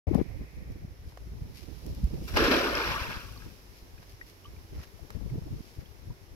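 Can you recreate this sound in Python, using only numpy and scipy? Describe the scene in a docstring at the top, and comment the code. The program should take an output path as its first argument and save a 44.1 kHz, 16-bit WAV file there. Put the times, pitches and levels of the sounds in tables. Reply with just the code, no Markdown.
"""A grassy bank by a pond, where a fisherman swings a cast net and throws it onto the water.
The mesh swishes, then the ring of lead sinkers cracks down in arcs; air pockets pinch off and gulp,
spray patters back, foam fizzes and a few last bubbles pop. Feet crunch in the dry grass.
Wind buffets the two microphone ports, leaves hiss, and far off a faint trill fades and an engine slows."""
import sys
import numpy as np
from scipy import signal
from scipy.fft import rfft, irfft, next_fast_len
from scipy.io import wavfile
from scipy.ndimage import uniform_filter1d

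SR = 44100
rng = np.random.default_rng(int(sys.argv[2]) if len(sys.argv) > 2 else 0)


def dump(signal):
    """Clip the signal to [-1, 1] and save it as 16-bit WAV at the path in sys.argv[1]."""
    limited = np.clip(np.atleast_2d(signal).T, -1, 1)
    pcm = np.round(limited * 32767).astype(np.int16)
    wavfile.write(sys.argv[1], SR, pcm)


N = 280035
TIME = np.arange(N) / SR
FREQS = np.maximum(np.fft.rfftfreq(2 * N, 1 / SR), 1)

# arcs of the weighted rim land in turn: (time [s], crack level [dB], crack decay [s], churn level [dB])
LANDINGS = [(2.28, -40, 0.0065, -47), (2.342, -56, .006, -40), (2.364, -28, .008, -27),
            (2.371, -17.5, 0.0055, -27), (2.405, -28, 0.009, -34), (2.44, -28, 0.0074, -26),
            (2.513, -22, 0.012, -24), (2.566, -35, .006, -43), (2.643, -35, 0.014, -33)]
# thrown water rains back: (time [s], hold [s], level [dB])
SHOWERS = [(2.762, 0.16, -33.5), (3.002, 0.018, -38.5), (3.103, 0.035, -39), (3.192, 0.013, -68),
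           (3.408, 0.035, -59.5)]
# bubbles that stand out: (time [s], level [dB], pitch [Hz], ring time to -60 dB [s])
BUBBLES = [(2.376, -17, 353, 0.045), (2.406, -16, 413, 0.045), (2.422, -12.5, 324, 0.046),
           (2.481, -13, 279, 0.055), (2.51, -15.5, 253, 0.09), (2.54, -18, 328, 0.074),
           (2.571, -20, 265, 0.064), (2.655, -19.5, 398, 0.069), (2.753, -20, 5170, 0.018),
           (2.769, -30.5, 487, 0.12), (2.807, -27, 467, 0.06), (3.375, -45, 1070, 0.021),
           (3.376, -42, 4400, 0.017), (3.421, -38, 1600, 0.018), (3.978, -49, 1638, 0.029),
           (3.983, -48, 2443, 0.017), (4.213, -32.5, 1880, 0.04), (4.446, -45, 2900, 0.021),
           (4.453, -44.5, 1150, 0.079), (4.458, -43.5, 3050, .025), (4.565, -49, 2320, 0.02),
           (4.992, -42, 664, 0.038), (5.298, -47, 2110, .025), (5.858, -49, 3160, .025),
           (6.105, -49.5, 950, 0.055)]
# soft swells: (time [s], level [dB], half length [s])
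FIZZ = [(2.287, -48, 0.006), (2.48, -44, 0.14), (2.85, -48.5, 0.17), (3.15, -55.5, 0.32)]  # mist off the mesh, then foam
RUSTLES = [(0.176, -59.5, 0.039), (1.096, -62.5, 0.023), (1.57, -54.5, 0.018), (1.62, -60.5, 0.026),
           (1.95, -61, 0.25), (2.196, -81, 0.1), (3.78, -62, 0.033), (4.105, -59, 0.022),
           (4.289, -56, 0.018), (5.68, -61.5, 0.081)]  # mesh and grass brush past
STEPS = [(4.03, -60, 0.011), (4.755, -59.5, 0.013), (4.80, -56, 0.014), (4.835, -51.5, 0.013),
         (4.875, -60, 0.0039), (5.14, -62, 0.021), (5.3, -61, 0.0093), (5.81, -57, 0.0065)]  # feet press into dry grass
# sharp hits: (time [s], level [dB])
STALK_SNAPS = [(1.099, -55), (1.122, -52), (1.174, -41), (4.028, -46), (5.104, -35.5)]
SINKER_CLINKS = [(0.147, -42), (0.720, -56), (1.864, -43.5), (1.948, -50), (2.042, -45.5), (4.76, -62),
                 (4.835, -60), (5.104, -50)]

# the breeze that never stops: (time [s], left level [dB], right level [dB])
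BREEZE = [(0.07, -67, -39), (1.0, -49, -51), (1.65, -68, -42), (2.6, -38, -41.5), (3.6, -47.5, -66),
          (4.05, -51, -56), (4.35, -63, -56), (5.0, -47.5, -72), (6.35, -49, -57)]
# gusts on the ports: (time [s], hold [s], left level [dB], right level [dB])
GUSTS = [(0.075, 0.14, -25, -46), (0.306, 0.068, -52, -38), (0.403, 0.05, -36.5, -39),
         (0.58, 0.22, -40.5, -39.5), (0.829, 0.056, -39, -41.5), (1.218, 0.3, -43.5, -49),
         (1.69, 0.12, -66, -54), (1.833, 0.36, -39.5, -38), (2.111, 0.12, -60, -35),
         (2.166, 0.08, -34.5, -39.5), (2.332, 0.14, -31.5, -31.5), (2.859, 0.32, -37.5, -41.5),
         (3.206, 0.09, -48, -64), (3.395, 0.12, -40, -48), (3.823, 0.32, -55.5, -54.5),
         (4.485, 0.17, -46.5, -48.5), (4.716, 0.089, -39.5, -38.5), (5.029, 0.024, -39, -66),
         (5.107, 0.14, -35.5, -65), (5.256, 0.13, -35, -37.5), (5.429, 0.176, -39.5, -38.5),
         (5.664, 0.083, -54, -70), (5.777, 0.028, -42, -42), (6.026, 0.11, -43, -46)]
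# lone eddies: (time [s], left level [dB], right level [dB], pitch [Hz], half length [s])
EDDIES = [(0.079, -21, -38, 70, 0.0088), (0.115, -14, -50, 325, 0.0041), (0.153, -14.5, -50, 500, 0.001),
          (0.158, -6.5, -44, 195, 0.0034), (0.193, -19.5, -50, 375, 0.0043), (0.215, -10, -48, 290, 0.002),
          (0.85, -31, -31, 138, 0.003), (1.422, -24.5, -23, 71, 0.004), (2.038, -21.5, -27.5, 171, 0.0052),
          (2.05, -19, -14, 55.5, 0.013), (4.792, -29, -31.5, 74.4, 0.0098), (5.329, -34, -25, 136.5, 0.013),
          (5.359, -25.5, -29, 224, 0.0022), (5.533, -25, -43, 110, 0.0061), (5.607, -36, -30, 167, 0.0024),
          (5.789, -25.5, -35, 60, 0.0051), (6.076, -32, -40, 90, 0.006)]
# far engine: (time [s], firing rate [Hz], level [dB], second harmonic against first [dB])
ENGINE = [(0.07, 55.5, -44, -32), (0.8, 55.14, -59.5, -6), (1.3, 55.74, -39.5, -17.5),
          (1.65, 55.46, -57, -5), (2.5, 55.98, -56, -10), (3.0, 55.9, -45, -9.5), (3.5, 52.33, -64.5, -1),
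          (4.0, 47.54, -52.5, -9.5), (4.55, 45.1, -62, 7.5), (5.0, 42.9, -83, 10), (6.35, 42.6, -73, -6)]
# fader rides for the leaves and the far trill: (time [s], level [dB])
LEAF_LEVEL = [(0.07, -62), (0.9, -64.5), (1.4, -62), (1.8, -59), (3.6, -60.5), (4.6, -60.5), (5.5, -60),
              (6.35, -62.5)]
TRILL_LEVEL = [(0.07, -58.5), (0.3, -61.5), (0.65, -63.5), (0.95, -72), (1.4, -72)]

# tone colour of each layer: (frequency [Hz], relative level [dB])
SPRAY_EQ = [(300, -26), (600, -5.5), (800, -4.5), (1100, -1), (1650, 4), (2050, -4.5), (2550, -2.5),
            (3350, -8), (4100, -9.5), (5400, -10), (6500, -24.5), (8700, -35), (12000, -17.5), (15800, -36)]
POCKET_EQ = [(100, -22), (180, -10.5), (250, -6), (380, 0.5), (520, -4.5), (700, -4.5), (1100, -34)]
DRIP_EQ = [(450, -9.5), (800, -6.5), (1100, 2.5), (1650, -1.5), (2050, -6), (2550, -3), (3500, -12.5),
           (5400, -14), (6500, -20)]
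FIZZ_EQ = [(1900, -11), (2600, -3.5), (3300, -7), (4300, -7.5), (5400, -1.5), (6400, -10.5), (8700, -17),
           (12000, -8.5), (15800, -18)]
RUSTLE_EQ = [(300, -16), (1000, -16), (2300, 3), (3500, 0), (5200, 4), (6800, -5.5), (8700, -13),
             (12000, -0.5), (15800, -20.5)]
STEP_EQ = [(400, -3), (1000, 1.5), (2100, 4), (3500, -6), (5200, -0.5), (8500, -19), (12000, -9),
           (15800, -29)]
SNAP_EQ = [(200, -1), (500, 16), (1400, 10.5), (2800, -1), (5200, -2), (8500, -12), (12000, -34),
           (15800, -20)]
CLINK_EQ = [(2500, -8), (5500, -1), (8500, -12), (12000, -0.5), (15800, -9)]
WIND_EQ = [(25, -6.5), (55, 2.5), (110, -3), (200, -11), (400, -19), (800, -35), (1600, -54)]
LEAF_EQ = [(410, -9), (700, -1), (934, 1.5), (1380, -4.5), (2000, -8.5), (2960, -4), (3240, -5.5),
           (4670, -4.5), (5330, -1), (8310, -17), (10700, -9), (12500, -7), (16000, -18)]
TRILL_EQ = [(1300, -29), (1850, -6), (2200, -3.5), (2550, -8), (2950, -26)]
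AIR_EQ = [(30, 0.5), (100, -1), (220, -5.5), (380, -0.5), (600, -9.5), (900, -18.5), (1500, -14)]

# pond sound at the ports: (frequency [Hz], left phase lead [rad])
PORT_PHASE = [(100, 0), (450, -0.56), (720, 2.2), (1000, 0.18), (1550, 1.58), (1950, 3), (2760, 8),
              (3400, 8.5), (3900, 10.5), (4500, 15.5), (5400, 22.5), (7000, 30), (16000, 59)]
# shading by the housing: (frequency [Hz], left level over right [dB])
PORT_BALANCE = [(300, 0), (580, -4), (850, 5.5), (1600, 0.7), (2050, 5.5), (2500, -1.5), (4200, -2),
                (6000, 1), (12000, 2)]
# focus of the splash: (frequency [Hz], power common to both ports [0..1])
COMMON_SHARE = [(100, 0.65), (300, 1), (750, 0.88), (1200, 0.79), (2600, 0.61), (3400, 0.3), (4500, 0.45),
                (7000, 0.2), (15000, .05)]
# stereo width of the surroundings: (frequency [Hz], left-right correlation [-1..1])
CORRELATION = [(50, .5), (380, 0.67), (700, 0.45), (1300, -0.37), (2400, -0.063), (4400, -0.0082)]


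def slaps(level_db=-2.5):
    """Several sinkers land at once in a short, dense crack."""
    envelope = sum(from_db(db + level_db) * hit(s, decay_s) for s, db, decay_s, _ in LANDINGS)
    cracks = across_pond(lambda: grains(per_s=3700, spread_db=-4.0))
    return envelope * coloured(cracks, SPRAY_EQ)


def spray(bubble_db=-7.0):
    """Sinkers and falling drops crack on the surface and leave small ringing bubbles."""
    def drops():
        ringing = bubble_cloud(low_hz=601, high_hz=9260, cycles=27, spread_db=4, rise=0.076, count=4000)
        return grains(per_s=4500, spread_db=3.5) + from_db(bubble_db) * ringing
    water = evened(coloured(across_pond(drops), SPRAY_EQ), window_s=0.027)
    landing_power = churn(delay_s=0, attack_s=0.0064, fall_db_per_s=80) ** 2
    shower_power = sum((from_db(db) * swell(s, hold_s, attack_s=0.022, fall_db_per_s=121)) ** 2
                       for s, hold_s, db in SHOWERS)
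    return water * np.sqrt(landing_power + shower_power)


def air_pockets(level_db=-4.5):
    """Cavities behind the sinkers pinch off just after each landing and gulp: the body of the splash."""
    gulps = across_pond(
        lambda: bubble_cloud(low_hz=192.8, high_hz=828, cycles=20.6, spread_db=3.5, rise=0.11, count=700))
    gulps = evened(coloured(gulps, POCKET_EQ), window_s=0.021)
    return gulps * from_db(level_db) * churn(delay_s=0.0018, attack_s=0.011, fall_db_per_s=44.5)


def churn(delay_s, attack_s, fall_db_per_s):
    """Envelope of the stirred water: the powers of all landings add up."""
    power = sum((from_db(db) * swell(s + delay_s, 0, attack_s, fall_db_per_s)) ** 2
                for s, _, _, db in LANDINGS)
    return np.sqrt(power)


def single_bubbles():
    """Big gulps within the splash, then lone plips as the net sinks."""
    out = np.zeros(N)
    for s, db, hz, t60 in BUBBLES:
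        add(out, s, from_db(db) * bubble(hz, t60, rise=0.072))
    return at_ports(out)


def drips(level_db=-41):
    """Larger stray drops plink as the surface settles."""
    plinks = across_pond(
        lambda: bubble_cloud(low_hz=480.6, high_hz=5625, cycles=77, spread_db=0.5, rise=0.064, count=700))
    envelope = swell(s=2.602, hold_s=0.34, attack_s=0.17, fall_db_per_s=57.5)
    return coloured(plinks, DRIP_EQ) * from_db(level_db) * envelope


def fizz():
    """Mist and bursting foam prickle on the surface."""
    prickle = across_pond(lambda: grains(per_s=3500, spread_db=4.0))
    return strokes(FIZZ) * coloured(prickle, FIZZ_EQ)


def bubble_cloud(low_hz, high_hz, cycles, spread_db, rise, count, start_s=2.2, span_s=1.5):
    """Bubbles of all sizes, born at random in the churned water, each ringing for about `cycles`."""
    out = np.zeros(N)
    for when, pitch, strength, ring, sign in rng.random((count, 5)):
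        hz = low_hz * (high_hz / low_hz) ** pitch
        db = spread_db * min(-np.log(1 - strength), 3)
        gain = from_db(db) * hz / low_hz * np.sign(sign - .5)
        t60 = cycles * (.5 + ring) / hz
        add(out, start_s + span_s * when, gain * bubble(hz, t60, rise))
    return rms_one(out)


def bubble(hz, t60, rise):
    """A damped sine whose pitch climbs as the bubble nears the surface."""
    t = np.arange(int(t60 * SR)) / SR
    tone = np.sin(2 * np.pi * hz * t * (1 + rise * t / t60))
    attack = 1 - np.exp(-2 * hz * t)
    return tone * from_db(-60 * t / t60) * attack


def handling():
    """The fisherman's foley: mesh swishes, feet crunch the grass, stalks snap and sinkers click."""
    mesh = crackle(RUSTLES, RUSTLE_EQ, per_s=1200, spread_db=4.0)
    grass = crackle(STEPS, STEP_EQ, per_s=1000, spread_db=1.5)
    stalks = clicks(STALK_SNAPS, SNAP_EQ, decay_s=0.003)
    sinkers = clicks(SINKER_CLINKS, CLINK_EQ, decay_s=0.0027)
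    return mesh + grass + stalks + sinkers


def crackle(rows, eq, per_s, spread_db):
    """Fibres slip and snap under each stroke."""
    fibres = np.array([grains(per_s, spread_db) for port in range(2)])
    return strokes(rows) * coloured(fibres, eq)


def clicks(events, eq, decay_s):
    """Sharp contacts that die within a few milliseconds."""
    return sum(from_db(db) * hit(s, decay_s) for s, db in events) * all_around(eq)


def wind(level_db=-2.5, brightening=0.21, calm_db=-39.0, flutter_db=4.0, lumps_db=5.5):
    """Turbulence rumbles at each port on its own; stronger gusts shed smaller eddies and sound brighter."""
    force_db = wind_force()
    ride_db = force_db + level_db + lumps_db * np.tanh(drift(28))
    turbulence = coloured(rng.standard_normal((2, N)), WIND_EQ)
    centres_hz = 40 * 2 ** np.arange(6)
    out = 0
    for octave, hz in enumerate(centres_hz):
        band = filtered(turbulence, np.interp(np.log(FREQS), np.log(centres_hz), centres_hz == hz))
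        band = np.std(band) * evened(band, window_s=.05)
        tilt_db = brightening * max(octave - 1, 0) * (force_db - calm_db)
        out = out + band * from_db(ride_db + tilt_db + flutter_db * drift(32))
    return out


def wind_force(puffs_db=3.5):
    """Push on each port in dB: gusts on top of a breeze that comes in uneven puffs."""
    power = np.array([from_db(db + puffs_db * np.tanh(drift(6.3))) ** 2 for db in in_time(BREEZE)])
    for s, hold_s, left_db, right_db in GUSTS:
        gust = swell(s, hold_s, attack_s=0.02, fall_db_per_s=1300)
        power = power + (from_db([[left_db], [right_db]]) * gust) ** 2
    return 10 * np.log10(power)


def eddies():
    """Lone eddies thump the ports, each pushing and pulling once or twice."""
    out = np.zeros((2, N))
    for s, left_db, right_db, hz, half_s in EDDIES:
        near = np.abs(TIME - s) < 4 * half_s
        t = TIME[near] - s
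        thump = np.exp(-(t / half_s) ** 2) * np.sin(2 * np.pi * hz * t)
        out[:, near] += from_db([[left_db], [right_db]]) * thump
    return out


def engine(waver_db=5.0):
    """A far engine hums and slows; only its two lowest harmonics carry this far."""
    hz, db, second_db = in_time(ENGINE)
    phase = 2 * np.pi * np.cumsum(hz) / SR
    hum = np.sqrt(2) * (np.sin(phase) + from_db(second_db) * np.sin(2 * phase))
    return from_db(db - waver_db * drift(1.8)) * hum


def surroundings(air_db=-59.0, leaf_pan_db=1.1):
    """The ambience bed: breeze hissing in the leaves, a narrow far trill and the dull wash of open air."""
    pan = from_db([[-leaf_pan_db], [leaf_pan_db]])
    leaves = from_db(in_time(LEAF_LEVEL)[0]) * all_around(LEAF_EQ) * pan
    trill = from_db(in_time(TRILL_LEVEL)[0]) * all_around(TRILL_EQ)
    return leaves + trill + from_db(air_db) * all_around(AIR_EQ)


def across_pond(draw):
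    """A wide ring of water: both ports share its lows, but each picks up fine detail of its own."""
    share = np.clip(at_hz(COMMON_SHARE), 0, 1)
    common = at_ports(draw(), share)
    return common + filtered(np.array([draw(), draw()]), np.sqrt(1 - share))


def at_ports(x, share=0.91):
    """Pond sound reaches the left port first, and the housing shades each port differently."""
    lead, shade_db = at_hz(PORT_PHASE), at_hz(PORT_BALANCE)
    return np.array([filtered(x, np.sqrt(share) * from_db(side * shade_db) * np.exp(side * 1j * lead))
                     for side in (.5, -.5)])


def all_around(eq):
    """Smooth noise from every side; rms 1."""
    alike = np.clip(at_hz(CORRELATION), -1, 1)
    mid = filtered(rng.standard_normal(N), np.sqrt(1 + alike))
    side = filtered(rng.standard_normal(N), np.sqrt(1 - alike))
    return coloured(np.array([mid + side, mid - side]), eq)


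def grains(per_s, spread_db):
    """Random clicks of uneven size; rms 1."""
    sizes = from_db(spread_db * np.minimum(rng.exponential(1, N), 4)) * rng.choice([-1, 1], N)
    return rms_one(sizes * (rng.random(N) < per_s / SR))


def drift(hz, hop=40, settle=2000):
    """A slow random wobble; rms about 1."""
    pole = np.exp(-2 * np.pi * hz * hop / SR)
    noise = rng.standard_normal(N // hop + settle + 2)
    slow = signal.lfilter([1], [1, -2 * pole, pole * pole], noise)[settle:]
    return np.interp(np.arange(N) / hop, np.arange(len(slow)), rms_one(slow))


def hit(s, decay_s):
    """An instant attack at time s with an exponential tail."""
    return (TIME >= s) * np.exp(-np.abs(TIME - s) / decay_s)


def swell(s, hold_s, attack_s, fall_db_per_s):
    """An envelope that rises to 1 at time s, holds and dies away."""
    rise = np.clip(1 + (TIME - s) / attack_s, 0, 1)
    return rise * from_db(-np.clip(fall_db_per_s * (TIME - s - hold_s), 0, 200))


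def strokes(rows):
    """An envelope that swells and fades evenly about each cue."""
    return sum(from_db(db) * np.exp(-.5 * ((TIME - s) / half_s) ** 2) for s, db, half_s in rows)


def evened(x, window_s):
    """A leveller: keep the grain of x but hold its slower level at 1."""
    power = np.mean(np.atleast_2d(x) ** 2, axis=0)
    size = int(window_s * SR)
    slow_power = np.abs(uniform_filter1d(uniform_filter1d(power, size), size))
    return x / np.sqrt(slow_power + 1e-6 * power.mean())


def coloured(x, eq):
    """Shape x with an EQ curve that rolls off steeply past its ends; rms 1."""
    low_cut = 1 + (.7 * eq[0][0] / FREQS) ** 6
    high_cut = 1 + (FREQS / (1.4 * eq[-1][0])) ** 6
    return rms_one(filtered(x, from_db(at_hz(eq)) / np.sqrt(low_cut * high_cut)))


def filtered(x, response):
    """Apply a frequency response given at FREQS."""
    size = next_fast_len(N + SR // 10)
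    gain = np.interp(np.fft.rfftfreq(size, 1 / SR), FREQS, response)
    return irfft(rfft(x, size) * gain, size)[..., :N]


def at_hz(points):
    """Read a curve at FREQS on a log-frequency axis."""
    hz, value = np.transpose(points)
    return np.interp(np.log(FREQS), np.log(hz), value)


def in_time(rows):
    """Each column of an automation curve at every sample."""
    s, *columns = np.transpose(rows)
    return [np.interp(TIME, s, column) for column in columns]


def add(track, s, sound):
    """Mix a short sound in at time s."""
    i = int(s * SR)
    track[i:i + len(sound)] += sound[:max(N - i, 0)]


def from_db(db):
    """Decibels to gain."""
    return 10 ** (np.asarray(db) / 20)


def rms_one(x):
    """Scale to unit rms."""
    return x / np.sqrt(np.mean(x ** 2) + 1e-20)


def scene():
    """The throw, the splash and the bank around them."""
    splash = spray() + slaps() + air_pockets() + drips() + single_bubbles() + fizz()
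    return splash + handling() + wind() + eddies() + engine() + surroundings()


def record(dry):
    """The sound opens after an instant of silence; the top is cut steeply."""
    start_s, cutoff_hz = 0.069, 15900
    fade_in = np.clip((TIME - start_s) / .003, 0, 1)
    return filtered(dry * fade_in, np.clip((cutoff_hz - FREQS) / 150, 0, 1))


dry = scene()
out = record(dry)
dump(out)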